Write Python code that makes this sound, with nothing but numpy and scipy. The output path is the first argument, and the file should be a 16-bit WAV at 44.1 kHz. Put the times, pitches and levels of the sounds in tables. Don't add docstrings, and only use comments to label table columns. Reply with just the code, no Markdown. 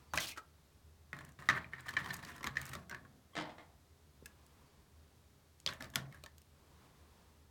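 import sys
import numpy as np
from scipy import signal
from scipy.fft import rfft, irfft, next_fast_len
from scipy.io import wavfile
from scipy.ndimage import map_coordinates

SR = 44100
rng = np.random.default_rng(int(sys.argv[2]) if len(sys.argv) > 2 else 0)


def pcm_store(signal):
    levels = np.round(np.clip(np.atleast_2d(signal), -1, 1) * 32767)
    wavfile.write(sys.argv[1], SR, levels.astype(np.int16).T)


N = 331014


def amp(db):
    return 10 ** (np.asarray(db) / 20)


def unit(x):
    return x / np.sqrt(np.mean(x ** 2) + 1e-20)


def along(points, hz):
    f, v = np.transpose(points)
    return np.interp(np.log(hz + 1), np.log(f), v)


def coloured(x, spectrum):
    m = 2 * next_fast_len(len(x) // 2 + 2048, True)
    cepstrum = irfft(np.log(amp(along(spectrum, np.fft.rfftfreq(m, 1 / SR)))))
    cepstrum[1:m // 2] *= 2
    cepstrum[m // 2 + 1:] = 0
    response = np.exp(rfft(cepstrum))
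    return irfft(rfft(x, m) * response, m)[:len(x)]


def noise(spectrum, size=N):
    return unit(coloured(rng.standard_normal(size), spectrum))


def wobble(rate, size=N):
    knots = rng.standard_normal(int(size * rate / SR) + 4)
    return map_coordinates(knots, [np.arange(size) * rate / SR])


def narrow(hz, width_hz, size=N):
    phase = 2 * np.pi * np.cumsum(hz * np.ones(size)) / SR
    in_phase = wobble(width_hz, size) * np.cos(phase)
    quadrature = wobble(width_hz, size) * np.sin(phase)
    return unit(in_phase + quadrature)


def add(track, s, sound):
    part = track[round(s * SR):][:len(sound)]
    part += sound[:len(part)]


def struck(x, db):
    head = x[:round(.007 * SR)]
    return amp(db) * x / np.sqrt(np.mean(head ** 2) + 1e-20)


def ringing(modes, t, attack, scatter_db, detune):
    hz, db, t60 = np.transpose(modes)[:, :, None]
    size, shift, side = rng.standard_normal((3, len(hz), 1))
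    waves = np.sign(side) * np.sin(2 * np.pi * hz * (1 + detune * shift) * t)
    decay = amp(db + scatter_db * size - 60 * t / t60)
    return np.sum(decay * waves, 0) * (1 - np.exp(-t / attack))


def burst(t, contact, spectrum):
    u = t / max(contact, .0001)
    return coloured(rng.standard_normal(len(t)) * u * np.exp(-u), spectrum)


def grains(level, rate, hz, pitch_spread, cycles, spread_db):
    count = int(rate * N / SR)
    when, size, tuning = rng.random((count, 3)).T
    at = (when * (N - 1)).astype(int)
    octave_spread = np.log((tuning + 1e-6) / (1 - tuning + 1e-6))
    pitch = np.clip(hz * np.exp(pitch_spread * octave_spread), 300, 17500)
    gain = amp(spread_db * np.minimum(-np.log(1 - size), 3.5))
    live = level[at] > amp(-88)
    n = np.arange(SR // 200)
    turns = pitch[live, None] * n / SR
    waves = np.sin(2 * np.pi * turns) * amp(-60 * turns / cycles) * (1 - np.exp(-turns))
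    places = (at[live, None] + n).ravel()
    out = np.bincount(places, (gain[live, None] * waves).ravel(), N + len(n))[:N]
    return level * unit(out) * np.sqrt(np.mean(live))


def stroke(start, length, attack_s, sag_db_per_s, release_db_per_s):
    t = np.clip(np.arange(N) / SR - start, 0, None)
    fall_db = sag_db_per_s * np.minimum(t, length) + release_db_per_s * np.maximum(t - length, 0)
    return np.minimum(t / attack_s, 1) * amp(-np.minimum(fall_db, 200))


# f/Hz, level/dB per Hz
AIR_COLOUR = [(20, -24.5), (42, -18.5), (59, -7), (77, -1), (102, -8.5), (134, -11.5), (200, -15.5),
              (414, -20.5), (739, -24.5), (1030, -25), (1390, -27), (2750, -32), (3800, -30.5),
              (16800, -39), (18000, -52.5)]
# f/Hz, width/Hz, level/dB
HUM = [(76.7, 9.2, -69), (144, 14, -77.5), (408, 38, -85)]
# t/s, length/s, level/dB before sag and flicker
SWELLS = [(-.2, 0.22, -65.5), (4.106, 0.6, -70.5), (6.487, 0.705, -68)]
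# f/Hz, level/dB per Hz
SWELL_COLOUR = [(60, -6.5), (150, 0.5), (400, -6.5), (720, -11), (1080, -6), (1500, -15), (4000, -20),
                (12000, -31)]
SWELL_ATTACK_S, SWELL_SAG_DB_PER_S, SWELL_RELEASE_DB_PER_S = 0.15, 1, 34


def background():
    air = amp(-67 + 0.26 * wobble(9.2)) * noise(AIR_COLOUR)
    swell = np.zeros(N)
    for s, length, db in SWELLS:
        swell += amp(db) * stroke(s, length, SWELL_ATTACK_S, SWELL_SAG_DB_PER_S, SWELL_RELEASE_DB_PER_S)
    rush = swell * amp(1.36 * wobble(14)) * noise(SWELL_COLOUR)
    hum = sum(amp(db) * narrow(hz, width) for hz, width, db in HUM)
    return air + rush + hum


# t/s, f/Hz at the start, level/dB before the fade in and out
WHISTLES = [(.07, 4750, -76), (4.62, 4760, -79)]
WHISTLE_SAG_HZ_PER_S = 3600


def whistles():
    out, t = np.zeros(N), np.arange(SR // 12) / SR
    for s, hz, db in WHISTLES:
        tone = narrow(hz - WHISTLE_SAG_HZ_PER_S * t, 40, size=len(t))
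        add(out, s, amp(db) * np.hanning(len(t)) * tone)
    return out


# f/Hz, t60/s
ROOM = [(100, 0.42), (300, 0.27), (800, 0.46), (1900, 0.2), (5000, 0.15), (14000, 0.18)]


def room(x, colour, decay_scale):
    out, step = np.zeros(N), SR // 4
    for start in range(0, N, step):
        hz, t, z = signal.stft(rng.standard_normal(SR // 2), SR, nperseg=256)
        t60 = decay_scale * along(ROOM, hz)[:, None]
        tail = signal.istft(z * amp(-60 * t / t60) / np.sqrt(t60), SR, nperseg=256)[1]
        answer = signal.fftconvolve(x[start:start + step], tail / np.linalg.norm(tail))
        add(out, start / SR + 0.002998, answer)
    return coloured(out, colour)


# f/Hz, level/dB
WALLS = [(100, -60), (1400, -41.5), (2800, -12), (5000, -10.5), (10000, -17)]
WALL_BLUR = .09


def walls(x):
    hz, _, z = signal.stft(x, SR, nperseg=256)
    log_ratio = np.log((hz[:, None] + hz[1]) / (hz + hz[1]))
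    blur = np.exp(-.5 * (log_ratio / WALL_BLUR) ** 2)
    power = blur / blur.sum(1, keepdims=True) @ np.abs(z) ** 2
    keep = amp(-60 * 128 / SR / along(ROOM, hz)) ** 2
    stored = np.array([signal.lfilter([0, 0, 1 - k], [1, -k], band) for k, band in zip(keep, power)])
    wash = signal.stft(rng.standard_normal(N), SR, nperseg=256)[2]
    returned = signal.istft(np.sqrt(stored) * wash / wash.std(), SR, nperseg=256)[1][:N]
    return coloured(returned, WALLS)


# f/Hz, width/Hz, level/dB before distance
SQUEAK = [(1140, 230, -69), (2070, 400, -75), (3160, 530, -72)]


def squeak():
    touch = stroke(3.332, 0.012, attack_s=0.003, sag_db_per_s=0, release_db_per_s=600)
    return touch * sum(amp(db) * narrow(hz, width) for hz, width, db in SQUEAK)


# t/s, level/dB before distance, contact/s of the first impact
FAR = [(3.353, -50, 0.0015), (3.366, -43.5, 0.0017), (3.376, -46.5, 0.0016), (3.385, -45.5, 0.0019),
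       (3.409, -47.5, 0.0021), (3.45, -61, 0.0058), (3.492, -58, 0.0039), (3.58, -57.5, 0.0043)]
# f/Hz, level/dB per Hz
FAR_COLOUR = [(88, -17), (150, -6), (200, -9.5), (303, 3), (380, -11), (620, -3), (820, -4), (1120, -5.5),
              (1500, -10.5), (2100, -4.5), (2700, -15.5), (3150, -9.5), (4200, -15.5), (6020, -21),
              (8500, -25), (11000, -40), (16000, -47)]
RATTLE_GAP_S, RATTLE_LOSS_DB, RATTLE_CONTACT_RATIO = .0115, 4.5, 0.92


def far_clatter(count=5):
    out, t = np.zeros(N), np.arange(SR // 8) / SR
    for s, db, first_contact in FAR:
        for k in range(count):
            contact = first_contact * RATTLE_CONTACT_RATIO ** k
            softness = [(1800, 0.0019), (7000, 3 - 2200 * contact)]
            knock = coloured(burst(t, contact, FAR_COLOUR), softness)
            add(out, s, struck(knock, db - RATTLE_LOSS_DB * k))
            s += RATTLE_GAP_S * np.exp(.15 * rng.standard_normal())
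    return out


# t/s, level/dB before rise and decay
SETTLES = [(.137, -46), (.16, -52), (5.665, -57), (5.813, -59), (5.965, -46)]
# f/Hz, level/dB per Hz
SETTLE_COLOUR = [(40, -22), (90, -10), (135, 2), (190, -1), (260, -8), (420, -14), (600, -10), (800, -18),
                 (1500, -30), (4000, -60)]
SETTLE_ATTACK_S, SETTLE_T60_S = 0.004, .15


def settling():
    out, t = np.zeros(N), np.arange(SR // 4) / SR
    for s, db in SETTLES:
        boom = noise(SETTLE_COLOUR, size=len(t))
        add(out, s, boom * amp(db - 60 * t / SETTLE_T60_S) * (1 - np.exp(-t / SETTLE_ATTACK_S)))
    return out


# t/s, level/dB
BUMPS = [(4.2241, -55.5)]
# f/Hz, level/dB, t60/s
BUMP_MODES = [(191, -9, 0.026), (400, 1.5, 0.012), (550, -10.5, 0.012)]


def bumps():
    out, t = np.zeros(N), np.arange(SR // 20) / SR
    for s, db in BUMPS:
        add(out, s, struck(ringing(BUMP_MODES, t, attack=0.0026, scatter_db=1, detune=0.009), db))
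    return out


# t/s, length/s, level/dB
TAPS = [(0.362, 0.0056, -55), (0.372, .009, -45.5)]
# f/Hz, level/dB per Hz
TAP_COLOUR = [(150, -22), (400, -6), (700, -16), (1050, -9), (1300, 1), (1520, 1), (1800, -8.5),
              (2500, -11), (3800, -19), (4700, -16), (5600, -21), (6600, -17), (9000, -23), (17000, -34)]
TAP_ATTACK_S, TAP_RELEASE_DB_PER_S = 0.0031, 1100


def tap():
    touch = np.zeros(N)
    for s, length, db in TAPS:
        touch += amp(db) * stroke(s, length, TAP_ATTACK_S, 0, TAP_RELEASE_DB_PER_S)
    return touch * noise(TAP_COLOUR)


# t/s, length/s, hiss level/dB and resonance level/dB before sag, first f/Hz, last f/Hz
SLIDES = [(0.147, 0.038, -46.5, -59, 2200, 2000), (0.193, 0.062, -41.5, -47.5, 3450, 2900),
          (0.264, 0.048, -47.5, -54, 2950, 2500), (0.312, 0.005, -60, -47, 2450, 2330)]
# multiple of the lowest, level/dB at full speed
SLIDE_MODES = [(1, 0), (1.29, -2.5), (1.72, -1)]
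# f/Hz, level/dB per Hz
HISS = [(180, -20), (300, -9), (401, -17), (595, -12.5), (1500, -15), (2600, -7), (3030, -10.5),
        (10400, -16), (14900, -17.5), (17100, -21), (18000, -37.5)]
SLIDE_WIDTH_HZ = 700
SLIDE_ATTACK_S, SLIDE_RELEASE_DB_PER_S = 0.012, 708
HISS_SAG_DB_PER_S, RESONANCE_SAG_DB_PER_S = 97, 38
RASP_DB, RASPS_PER_S = 3, 320


def slide():
    gain, resonance = np.zeros(N), np.zeros(N)
    t = np.arange(SR // 2) / SR
    for s, length, hiss_db, tone_db, first_hz, last_hz in SLIDES:
        speed = np.sqrt(1 - np.clip((t - s) / length, 0, 1))
        hz = last_hz + (first_hz - last_hz) * speed
        tone = np.zeros(len(t))
        for ratio, db in SLIDE_MODES:
            mode = narrow(hz * ratio, SLIDE_WIDTH_HZ * ratio, size=len(t))
            tone += amp(db) * speed ** (ratio - 1) * mode
        tone_gain = stroke(s, length, SLIDE_ATTACK_S, RESONANCE_SAG_DB_PER_S, SLIDE_RELEASE_DB_PER_S)
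        add(resonance, 0, amp(tone_db) * tone * tone_gain[:len(t)])
        gain += amp(hiss_db) * stroke(s, length, SLIDE_ATTACK_S, HISS_SAG_DB_PER_S, SLIDE_RELEASE_DB_PER_S)
    hiss = gain * amp(RASP_DB * wobble(RASPS_PER_S) - 3.0) * noise(HISS)
    sand = grains(gain * amp(-3.5), rate=1800, hz=5470, pitch_spread=0.244, cycles=16, spread_db=4.5)
    return hiss + sand + resonance


# t/s, length/s, then rub level/dB, grit level/dB and rumble level/dB before sag and trims
PUSHES = [(1.132, 0.16, -61.5, -75.5, -60.5), (1.391, 0.092, -61, -69.5, -59.5),
          (1.497, 0.08, -48, -67.5, -52), (1.714, .15, -58, -78, -79), (1.858, .1, -56.5, -65, -65),
          (1.98, 0.22, -51.5, -62.5, -55), (2.223, 0.16, -56.5, -63.5, -59.5),
          (2.432, 0.06, -52, -66.5, -56.5), (2.558, .2, -55, -62.5, -58), (2.737, 0.11, -81.5, -92, -61.5),
          (2.899, 0.038, -56, -75.5, -59), (2.998, 0.38, -81.5, -94.5, -67.5), (5.666, 0.05, -54, -64, -58),
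          (5.797, 0.047, -57, -65, -55), (5.948, 0.041, -51.5, -70.5, -50),
          (6.115, 0.053, -65.5, -77.5, -83)]
PUSH_ATTACK_S, PUSH_SAG_DB_PER_S, PUSH_RELEASE_DB_PER_S = 0.0085, 24.5, 259
RUMBLE_RELEASE_DB_PER_S = 110


def pushing():
    rub, grit, rumble = np.zeros((3, N))
    for s, length, rub_db, grit_db, rumble_db in PUSHES:
        effort = stroke(s, length, PUSH_ATTACK_S, PUSH_SAG_DB_PER_S, PUSH_RELEASE_DB_PER_S)
        weight = stroke(s, length, PUSH_ATTACK_S, PUSH_SAG_DB_PER_S, RUMBLE_RELEASE_DB_PER_S)
        rub += amp(rub_db) * effort
        grit += amp(grit_db) * effort
        rumble += amp(rumble_db) * weight
    return rub, grit, rumble


# f/Hz, level/dB per Hz
RUB = [(500, -18.5), (850, -10), (1100, 1.5), (1450, -4.5), (1800, 5), (2150, -7.5), (2600, -21.5),
       (4000, -12.5), (6000, -30.5), (12000, -44)]
# f/Hz, level/dB per Hz
RUMBLE = [(50, -25), (100, -8.5), (135, 3.5), (170, -4.5), (200, -7), (250, -9), (400, -20.5), (700, -14.5),
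          (1500, -54)]
FINE_PER_S, MIDDLING_PER_S, SLIP_SPREAD_DB = 5000, 2200, 4.2


def grinding():
    rub_gain, grit_gain, rumble_gain = pushing()
    catch = amp(3.5 * wobble(75))
    coarse = grains(rub_gain * catch * amp(-7.5), rate=490, hz=1870,
                    pitch_spread=.2, cycles=12, spread_db=3.0)
    middling = grains(grit_gain * catch * amp(2.0), rate=MIDDLING_PER_S, hz=3098,
                      pitch_spread=0.32, cycles=12, spread_db=SLIP_SPREAD_DB)
    fine = grains(grit_gain * catch * amp(-2.5), rate=FINE_PER_S, hz=9400,
                  pitch_spread=0.27, cycles=9.1, spread_db=SLIP_SPREAD_DB)
    rub = rub_gain * catch * amp(-4.0) * noise(RUB)
    rumble = rumble_gain * noise(RUMBLE)
    return coarse + middling + fine + rub + rumble


JOSTLES_PER_S, JOSTLE_CONTACT_S = 45, 0.0009
JOSTLE_HZ, JOSTLE_EDGE_HZ, JOSTLE_BOARD_HZ = 1707, 4200, 1139
JOSTLE_PITCH_SPREAD, JOSTLE_SCATTER_DB = .17, 1
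JOSTLE_RING_DB, JOSTLE_KNOCK_DB = -3.5, -3
JOSTLE_CRACK_DB, JOSTLE_GRIT_DB = -2, -5


def jostling():
    out = np.zeros(N)
    centres = np.array([JOSTLE_HZ, JOSTLE_EDGE_HZ, JOSTLE_BOARD_HZ])
    for s, length, rub_db, grit_db, _ in PUSHES:
        count = int(length * JOSTLES_PER_S)
        for k in range(count):
            when = s + length * (k + rng.random()) / count
            body_db, edge_db = np.array([rub_db, grit_db]) + JOSTLE_SCATTER_DB * rng.standard_normal(2)
            hz, edge_hz, board_hz = centres * np.exp(JOSTLE_PITCH_SPREAD * rng.standard_normal(3))
            touch = clink(hz, body_db + JOSTLE_RING_DB, JOSTLE_CONTACT_S, edge_db + JOSTLE_CRACK_DB,
                          edge_db + JOSTLE_GRIT_DB, body_db + JOSTLE_KNOCK_DB, edge_hz, board_hz)
            add(out, when, touch)
    return out


# t/s, grit level/dB, contact/s
CHIPS = [(0.157, -48, .0007), (.2805, -52.5, 0.00087), (.294, -55.5, .001), (1.2497, -60.5, 0.00055),
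         (1.292, -69, 0.00057), (1.321, -69.5, 0.00065), (1.403, -70, .0005), (1.806, -61, 0.0011),
         (2.133, -53.5, 0.0015), (2.1401, -46, 0.0014), (2.165, -55.5, 0.0019), (2.363, -61, 0.0013),
         (2.615, -49.5, 0.00059), (2.654, -52.5, 0.0011), (2.665, -55, 0.0008), (2.692, -54.5, 0.0013),
         (4.4644, -67.5, 0.00074), (5.6013, -62, 0.00053), (5.735, -58.5, 0.00068), (5.9008, -63, .0008),
         (5.95, -60, 0.00063), (6.3816, -62, 0.00068), (6.4175, -66.5, 0.00054)]
# f/Hz, level/dB per Hz
CRACK = [(600, -40), (1800, -4.5), (3000, -3.5), (4500, -6), (5800, -8), (8000, -15), (16000, -39.5)]
# f/Hz, level/dB per Hz
GRIT = [(1500, -30), (4500, -7), (6800, 2), (9000, 1.5), (10500, -5.5), (14000, -1), (18000, -17.5)]
CHIP_CRACK_DB = -6.5


def chips():
    out, t = np.zeros(N), np.arange(SR // 30) / SR
    for s, db, contact in CHIPS:
        grit = struck(burst(t, contact, GRIT), db)
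        crack = struck(burst(t, contact, CRACK), db + CHIP_CRACK_DB)
        add(out, s, grit + crack)
    return out


# multiple of its pitch, level/dB
ROCK = [(.6, -16.5), (.72, -16.5), (.91, -4), (0.999, 8), (1.121, -6), (1.27, -5.5), (1.66, -13.5),
        (2.14, -20)]
# f/Hz, level/dB per Hz
PILE = [(500, -26.5), (900, -10.5), (1150, -3.5), (1500, -4), (1800, 1), (2300, -3), (2650, -14),
        (3200, -15), (4400, -15), (5500, -26.5), (12000, -50.5)]
# f/Hz, level/dB, t60/s
HARD = [(2382, -3, 0.014), (3160, 0, 0.0097), (3770, 2, 0.012), (4370, 0, .007), (5410, -1.5, 0.012),
        (6430, -8.5, 0.012), (6700, -12.5, 0.008)]
# f/Hz, level/dB, t60/s
BOARDS = [(594, -10, 0.055), (690, -9.5, 0.017), (954, -10.5, 0.022), (1067, -5, 0.045),
          (1140, 1.5, 0.0066), (1256, 11, 0.0028), (1300, -6, 0.034)]
# f/Hz, level/dB, t60/s
BASE = [(81.5, -3.5, 0.24), (131.8, -3.5, 0.34), (167, -1.5, 0.099), (232, -3.5, 0.087), (305, -3, 0.07),
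        (390, -2, 0.061)]
# f/Hz, level/dB per Hz
KNOCK_NOISE = [(60, -13), (150, 0.5), (300, -5), (600, -7.5), (1200, 2), (2500, -16.5), (8000, -44)]
LUMP_T60_S, LUMP_T60_PER_CONTACT = 0.0076, 8.1
LINGER_DB, LINGER_T60_S = -23, .11
PILE_DB, PILE_T60_S, PILE_ATTACK_S = -18.5, 0.3, .004
CHATTER_DB, CHATTERS_PER_S = 4, 220
HARD_DB, CRACK_DB = -8.5, -3.5
EDGE_PEAK_DB, EDGE_WIDTH = 12.5, 0.082
BOARD_DB, BOARD_T60_S = -7, .016
KNOCK_NOISE_S, KNOCK_NOISE_DB = 0.0046, -14
THUD_DB, THUD_AT_KNOCK_DB, THUD_GROWS = -61, -49, 0.61


def clink(hz, ring_db, contact, crack_db, grit_db, box_db, edge_hz, board_hz):
    t, brief = np.arange(SR // 5) / SR, np.arange(SR // 25) / SR
    lump = [(hz * ratio, db, LUMP_T60_S + LUMP_T60_PER_CONTACT * contact) for ratio, db in ROCK]
    ring = struck(ringing(lump, brief, attack=contact + .0005, scatter_db=5.0, detune=0.0099), ring_db)
    one_mode = [(hz, 0, LINGER_T60_S)]
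    lingering = struck(ringing(one_mode, t, attack=PILE_ATTACK_S, scatter_db=0, detune=.015),
                       ring_db + LINGER_DB)
    chatter = amp(CHATTER_DB * wobble(CHATTERS_PER_S, size=len(t))) * rng.standard_normal(len(t))
    pile_gain = amp(ring_db + PILE_DB - 60 * t / PILE_T60_S) * (1 - np.exp(-t / PILE_ATTACK_S))
    pile = unit(coloured(chatter, PILE)) * pile_gain
    clack = struck(ringing(HARD, brief, attack=contact, scatter_db=1.5, detune=0.06), crack_db + HARD_DB)
    edge = [(edge_hz / (1 + EDGE_WIDTH), 0), (edge_hz, EDGE_PEAK_DB), (edge_hz * (1 + EDGE_WIDTH), 0)]
    crack = struck(coloured(burst(brief, 1.1 * contact, CRACK), edge), crack_db + CRACK_DB)
    grit = struck(burst(brief, contact, GRIT), grit_db)
    under = [(board_hz, 0, BOARD_T60_S)]
    board = struck(ringing(under, brief, attack=contact, scatter_db=0, detune=.01), box_db + BOARD_DB)
    knock = struck(ringing(BOARDS, brief, attack=contact, scatter_db=3.0, detune=0.02), box_db - 10.0)
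    puff = struck(burst(t, KNOCK_NOISE_S, KNOCK_NOISE), box_db + KNOCK_NOISE_DB)
    thud_db = THUD_DB + THUD_GROWS * (box_db - THUD_AT_KNOCK_DB)
    thud = struck(ringing(BASE, t, attack=0.0033, scatter_db=1.5, detune=0.026), thud_db)
    out = pile + lingering + puff + thud
    add(out, 0, ring + clack + crack + grit + board + knock)
    return out


# t/s, pitch f/Hz, ring level/dB, contact/s, nominal crack level/dB,
# grit level/dB, nominal box knock level/dB, struck edge f/Hz, board under it f/Hz
CLINKS = [(0.1361, 1143, -41, 0.0004, -45.5, -52, -34, 6190, 870),
          (0.142, 1865, -46, 0.00062, -45, -52, -36.5, 2400, 1160),
          (0.1747, 2520, -32.5, 0.00027, -35.5, -46.5, -40, 3560, 1420),
          (0.176, 1610, -36, 0.00032, -37, -56, -37, 5400, 673),
          (0.1833, 2080, -37.5, 0.0011, -35.5, -60, -57, 3050, 1310),
          (1.1299, 1930, -41.5, 0.00089, -54.5, -64.5, -44, 4440, 1400),
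          (1.166, 1850, -55, 0.001, -64, -69, -54, 4000, 1300),
          (1.188, 1660, -53.5, 0.0011, -56, -65, -59, 4230, 1150),
          (1.208, 1760, -55.5, 0.00079, -68, -67, -63, 6750, 1110),
          (1.389, 1770, -58, 0.0011, -61.5, -85, -55, 3700, 1180),
          (1.4221, 1850, -53, 0.002, -72, -68.5, -51, 5540, 1060),
          (1.4882, 1926, -23.5, 0.0009, -31, -48.5, -27.5, 3830, 1181),
          (1.4979, 1770, -30.5, 0.00082, -36, -67, -35, 3130, 1220),
          (1.502, 1930, -36, 0.001, -41.5, -63.5, -41, 3850, 1360),
          (1.509, 1710, -40, 0.0012, -55, -67, -43, 2650, 1040),
          (1.5277, 1910, -41.5, 0.0015, -62.5, -78, -53, 2650, 1380),
          (1.551, 2080, -44, 0.0015, -60.5, -76, -46, 2650, 1120),
          (1.566, 1855, -42, 0.0011, -63, -65.5, -46, 2650, 1310),
          (1.5725, 1540, -43, 0.001, -62, -71.5, -47, 2640, 1420),
          (1.576, 1800, -39, 0.0008, -59, -67, -43, 2640, 1250),
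          (1.6436, 1880, -50, 0.00097, -85, -77, -69, 2650, 950),
          (1.7341, 1796, -40.5, 0.0012, -76, -69, -58.5, 2650, 1030),
          (1.781, 1820, -52.5, 0.002, -72.5, -80, -64.5, 2660, 1100),
          (1.866, 1900, -52, 0.003, -72, -76, -69, 2650, 1100),
          (1.883, 1794, -42.5, 0.0023, -49, -60.5, -71, 3100, 970),
          (1.8896, 1730, -43.5, 0.0018, -47, -54.5, -66, 4100, 970),
          (1.907, 1500, -72, 0.0008, -61, -59.5, -53, 3110, 1080),
          (1.937, 1820, -58, 0.0015, -50.5, -62, -46, 3150, 1140),
          (1.9672, 1873, -29.5, 0.0016, -41, -64.5, -42, 3020, 1240),
          (1.971, 1790, -30, 0.0012, -59, -66.5, -38, 3100, 1020),
          (2.0446, 1706, -57, 0.00045, -51, -70, -51, 3110, 1050),
          (2.06, 1730, -45, 0.0011, -49.5, -71.5, -44, 2970, 1060),
          (2.1051, 1763, -39, 0.0018, -44.5, -61.5, -47.5, 4100, 1100),
          (2.249, 1850, -69, 0.00092, -50.5, -59, -68.5, 4600, 950),
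          (2.408, 1820, -59, 0.0014, -59, -76, -47, 3070, 1100),
          (2.429, 1860, -50, 0.0018, -52, -60, -53, 3030, 1090),
          (2.442, 2090, -41, 0.0011, -47.5, -52, -40.5, 6660, 1000),
          (2.4666, 1880, -45, 0.00083, -48, -55.5, -42, 6580, 1250),
          (2.4716, 1730, -40, 0.0005, -40.5, -51, -38, 6640, 1120),
          (2.555, 1770, -52, 0.0025, -58, -74, -58, 2630, 1200),
          (2.569, 1842, -30, 0.0014, -43, -64, -72, 2630, 1380),
          (2.7322, 1880, -50, 0.0029, -49, -53, -47.5, 6270, 1310),
          (2.751, 1610, -61, 0.0011, -48, -55.5, -42.5, 3750, 1360),
          (2.8959, 1640, -53, 0.00078, -54, -55.5, -60, 5800, 1390),
          (2.911, 1635, -49, 0.0016, -51.5, -70, -50, 4280, 1380),
          (2.926, 1480, -47.5, 0.00091, -72, -78.5, -49, 2650, 1120),
          (2.946, 1740, -44.5, 0.0009, -53, -66, -50.5, 2590, 1130),
          (3.0504, 1633, -61, 0.0009, -81.5, -85.5, -57, 4560, 1090),
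          (4.2582, 1658, -55.5, 0.0013, -53, -51.5, -85, 2590, 1370),
          (5.663, 4300, -40, 0.00025, -32.5, -48, -40, 4870, 590),
          (5.674, 3410, -36.5, 0.00073, -38, -64, -47, 3360, 1370),
          (5.687, 1600, -45, 0.0023, -41.5, -65, -46.5, 4280, 1100),
          (5.726, 1730, -48.5, 0.00065, -55.5, -71.5, -50, 3690, 590),
          (5.807, 1740, -49, 0.0011, -56, -61.5, -52, 4230, 1410),
          (5.8238, 1900, -60, 0.0004, -47, -56, -52, 4490, 644),
          (5.843, 1690, -58, 0.00089, -55, -64, -55, 4280, 606),
          (5.855, 1750, -58, 0.001, -66, -77, -64, 3200, 1100),
          (5.937, 1690, -55, 0.0023, -57, -69, -56, 3390, 1060),
          (5.9572, 3400, -45, 0.00053, -30.5, -35, -39, 6100, 1450),
          (6.125, 1850, -59.5, 0.00085, -63.5, -71, -65, 2630, 1250),
          (6.144, 1700, -59, 0.002, -72, -67, -67, 2630, 1250),
          (6.172, 1820, -63, 0.0015, -81, -78, -78, 2650, 1375),
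          (6.2375, 2480, -60, 0.001, -52.5, -57.5, -53.5, 4230, 600),
          (6.2606, 1790, -56, 0.00094, -54, -63.5, -56, 4580, 930)]


def clinks():
    out = np.zeros(N)
    for s, *blow in CLINKS:
        add(out, s, clink(*blow))
    return out


def scene():
    floor = background() + whistles()
    far = far_clatter() + squeak()
    near = clinks() + chips() + slide() + grinding() + jostling() + bumps() + settling() + tap()
    # f/Hz, level/dB
    echo_colour = [(200, -8), (1500, -6.0), (4000, -17.5), (10000, -16)]
    mids_colour = [(200, -5), (900, -5.5), (2000, -10), (3200, -23.5), (6000, -45.5)]
    far_colour = [(200, 5.5), (450, 3.0), (1000, 3.5), (2000, 0.5), (5000, 1.5), (10000, -29)]
    close_echo = room(near, echo_colour, decay_scale=0.17)
    mids = room(near, mids_colour, decay_scale=1.0)
    distant = amp(3.5) * far + room(far, far_colour, decay_scale=1.36)
    return (near + close_echo + mids + walls(near) + distant + floor)[None]


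TOP_HZ = 18400


def record(dry):
    m = next_fast_len(N + 8192)
    passband = np.fft.rfftfreq(m, 1 / SR) < TOP_HZ
    return irfft(rfft(dry, m) * passband, m)[:, :N]


dry = scene()
out = record(dry)
pcm_store(out)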